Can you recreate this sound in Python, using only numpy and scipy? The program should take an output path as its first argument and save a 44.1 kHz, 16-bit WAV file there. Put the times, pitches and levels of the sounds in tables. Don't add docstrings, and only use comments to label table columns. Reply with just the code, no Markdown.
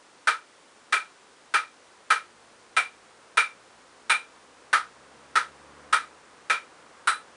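import sys
import numpy as np
from scipy import signal
from scipy.fft import rfft, irfft, next_fast_len
from scipy.io import wavfile
from scipy.ndimage import map_coordinates

SR = 44100
rng = np.random.default_rng(int(sys.argv[2]) if len(sys.argv) > 2 else 0)


def to_wav(s):
    ch = np.atleast_2d(s).T
    pcm = np.round(np.clip(ch, -1, 1) * 32767)
    wavfile.write(sys.argv[1], SR, pcm.astype(np.int16))


N = 324576
TIME = np.arange(N) / SR
RING = np.arange(SR // 2) / SR


def amp(db):
    return 10 ** (np.asarray(db) / 20)


def unit(x):
    return x / np.sqrt(np.mean(x ** 2) + 1e-20)


def along(points, hz):
    f, v = np.transpose(points)
    return np.interp(np.log(hz + 1), np.log(f), v)


def filtered(x, response):
    size = next_fast_len(len(x) + SR // 2)
    spectrum = rfft(x, size) * response(np.fft.rfftfreq(size, 1 / SR))
    return irfft(spectrum, size)[:len(x)]


def noise(colour):
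    white = rng.standard_normal(N)
    return unit(filtered(white, lambda hz: amp(along(colour, hz))))


def wobble(rate):
    knots = rng.standard_normal(int(N * rate / SR) + 4)
    return map_coordinates(knots, [np.arange(N) * rate / SR])


def road():
    # (time [s], level before the trim below [dB])
    road_level = [(0.0, -58.5), (4.65, -55), (5.84, -51), (6.09, -53.5), (7.36, -53)]
    # (frequency [Hz], relative density [dB per Hz])
    street_colour = [(25, -25), (60, -15), (150, -12.5), (250, -3.5), (400, -2.5), (500, 1.5), (650, -3.5),
                     (1000, -0.5), (1400, -2), (2200, -10), (4000, -26), (10000, -72)]
    trim_db = -1.22
    level_db = np.interp(TIME, *np.transpose(road_level))
    return amp(trim_db + level_db) * noise(street_colour)


def engine():
    # (multiple of the firing rate [1], relative level [dB])
    orders = [(1, -0.5), (2, -3), (3, -6.5), (4, -5), (7, -4)]
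    start_hz, climb_hz_per_s = 36, 6.35
    drone_s, drone_db, approach_db_per_s = 2.35, -74, 10
    swell_s, swell_db = 5.87, -59
    rise_db_per_s, fall_db_per_s = 10.5, 46

    swell = swell_db - np.maximum(rise_db_per_s * (swell_s - TIME), fall_db_per_s * (TIME - swell_s))
    drone = drone_db - approach_db_per_s * np.maximum(drone_s - TIME, 0)
    level_db = np.maximum(swell, drone)

    phase = 2 * np.pi * np.cumsum(start_hz + climb_hz_per_s * TIME) / SR
    fading_db = -1.5
    notes = 0
    for multiple, db in orders:
        notes = notes + amp(db + fading_db * wobble(3.0)) * np.sin(round(multiple) * phase)
    bass_hz = 65
    notes = filtered(notes, lambda hz: hz ** 4 / (hz ** 4 + bass_hz ** 4))
    return amp(level_db) * unit(notes)


def hiss():
    # (frequency [Hz], relative density [dB per Hz])
    hiss_colour = [(25, -28), (300, 2), (2500, -2), (5000, -4.5), (10000, -8.5)]
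    return amp(-57.0) * noise(hiss_colour)


def click(colour, size=2048):
    log_gain = np.log(amp(along(colour, np.fft.rfftfreq(size, 1 / SR))))
    cepstrum = irfft(log_gain)
    cepstrum[1:size // 2] *= 2
    cepstrum[size // 2 + 1:] = 0
    return irfft(np.exp(rfft(cepstrum)))


def ring(modes, scatter_db, detune):
    hz, db, t60 = np.transpose(modes)[:, :, None]
    strength, shift = rng.standard_normal((2, len(modes), 1))
    decay = amp(db + scatter_db * strength - 60 * RING / t60)
    waves = decay * np.sin(2 * np.pi * hz * (1 + detune * shift) * RING)
    motion = waves[::2].sum(axis=0) - waves[1::2].sum(axis=0)
    leak_hz = 700
    return signal.lfilter(*signal.butter(2, leak_hz, "high", fs=SR), motion)


def room(direct_db, walls_db, wander_s):
    # (delay [s], level before walls_db [dB])
    near_echoes = [(.0014, 1.5), (.003, -1), (.0054, 5.5), (.0085, 3), (.0115, -14), (0.016, -1.5),
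                   (.021, -3.5)]
    # (frequency [Hz], t60 [s])
    tail_decay = [(100, 0.064), (700, 0.21), (1400, 0.2), (4000, 0.22), (10000, 0.2)]
    build_s, hold_s = .007, .017
    hz, t, bins = signal.stft(rng.standard_normal(len(RING)), SR, nperseg=256)
    fade = amp(-60 * np.maximum(t - hold_s, 0) / along(tail_decay, hz)[:, None])
    tail = signal.istft(bins * fade, SR, nperseg=256)[1][:len(RING)]
    tail *= np.sqrt(1 - np.exp(-RING / build_s))
    path = tail / np.linalg.norm(tail)
    path[0] += amp(direct_db)
    for delay, db in near_echoes:
        wandering = abs(delay + wander_s * rng.standard_normal())
        path[round(wandering * SR)] += amp(db + walls_db)
    return path


def heard(source, path):
    sound = signal.fftconvolve(source, path)[:len(RING)]
    return sound / np.sqrt(np.mean(sound[:SR // 10] ** 2))


def bounces():
    # (time [s], strength [dB], distance from the middle of the blade [0-1], brightness [dB])
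    hits = [(0.2722, -21.5, 0.42, -5), (0.9243, -22.5, 0.7, -1.5), (1.5392, -22.5, 0.56, -3.5),
            (2.1031, -21, 0.42, -3), (2.7656, -22.5, 0.92, 1.5), (3.3716, -20.5, 0.86, 0),
            (4.0965, -22, 0.97, 5.5), (4.7296, -21, 0.23, -3.5), (5.355, -22, 0.22, -6),
            (5.9265, -21.5, 0.32, 0.5), (6.4979, -23.5, 0.74, -8), (7.0724, -23, 0.24, 6)]
    # (frequency [Hz], relative level [dB], t60 [s])
    tock_modes = [(870, -28, 0.03), (1274, 51, 0.022), (1440, -11.5, 0.0091), (1590, -18, 0.019)]
    # (frequency [Hz], relative level [dB], t60 [s])
    off_centre_modes = [(760, -8, .022), (2368, 0, .046), (3780, -16, .012), (5300, -18, .01)]
    # (frequency [Hz], relative level [dB], t60 [s])
    high_modes = [(3990, 7, 0.043), (4500, -17, .007), (5300, 0.5, 0.0032), (6300, -2, 0.011)]
    # (frequency [Hz], relative level [dB], t60 [s])
    shell_modes = [(8170, -5.5, 0.0086), (8820, -0.5, 0.015), (9970, -6.5, 0.018)]
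    # (frequency [Hz], relative level [dB], t60 [s])
    thud_modes = [(373, -3.5, .05), (473, 28, 0.017), (560, -4, 0.026)]
    # (frequency [Hz], relative density [dB per Hz])
    click_colour = [(40, -26), (200, -26), (400, -16), (700, 3), (1100, 16), (1950, 12), (2700, -1),
                    (3300, 0), (4300, -1.5), (6000, -6), (7200, -11), (9300, -7), (10000, -12)]

    rim_tock_loss_db = 4.5
    rim_ring_db = -2.5
    thud_db, rim_thud_gain_db = -33.5, 9
    click_db, shell_db, high_db = -3.5, -20.5, -30.5
    high_per_bright, thud_per_bright = 2.27, -0.58

    out = np.zeros(N + SR)
    contact = click(click_colour)
    for s, strength_db, off_centre, bright_db in hits:
        path = room(direct_db=-20, walls_db=-14.0, wander_s=0.00027)
        tock = amp(-rim_tock_loss_db * off_centre)
        rim = amp(rim_ring_db) * off_centre
        high = amp(high_db + high_per_bright * bright_db)
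        shell = amp(shell_db + bright_db)
        thud = amp(thud_db + rim_thud_gain_db * off_centre + thud_per_bright * bright_db)
        parts = [(tock, ring(tock_modes, scatter_db=1.5, detune=.008)),
                 (rim, ring(off_centre_modes, scatter_db=1.5, detune=.003)),
                 (high, ring(high_modes, scatter_db=3, detune=.008)),
                 (shell, ring(shell_modes, scatter_db=2.5, detune=.008)),
                 (thud, ring(thud_modes, scatter_db=2, detune=.015)),
                 (amp(click_db), contact)]
        hit = sum(gain * heard(part, path) for gain, part in parts)
        out[round(s * SR):][:len(RING)] += amp(strength_db) * hit
    return out[:N]


def scene():
    return (road() + engine() + hiss() + bounces())[None]


def record(dry):
    top_hz = 10050
    return filtered(dry[0], lambda hz: 1 / np.sqrt(1 + (hz / top_hz) ** 300))[None]


dry = scene()
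out = record(dry)
to_wav(out)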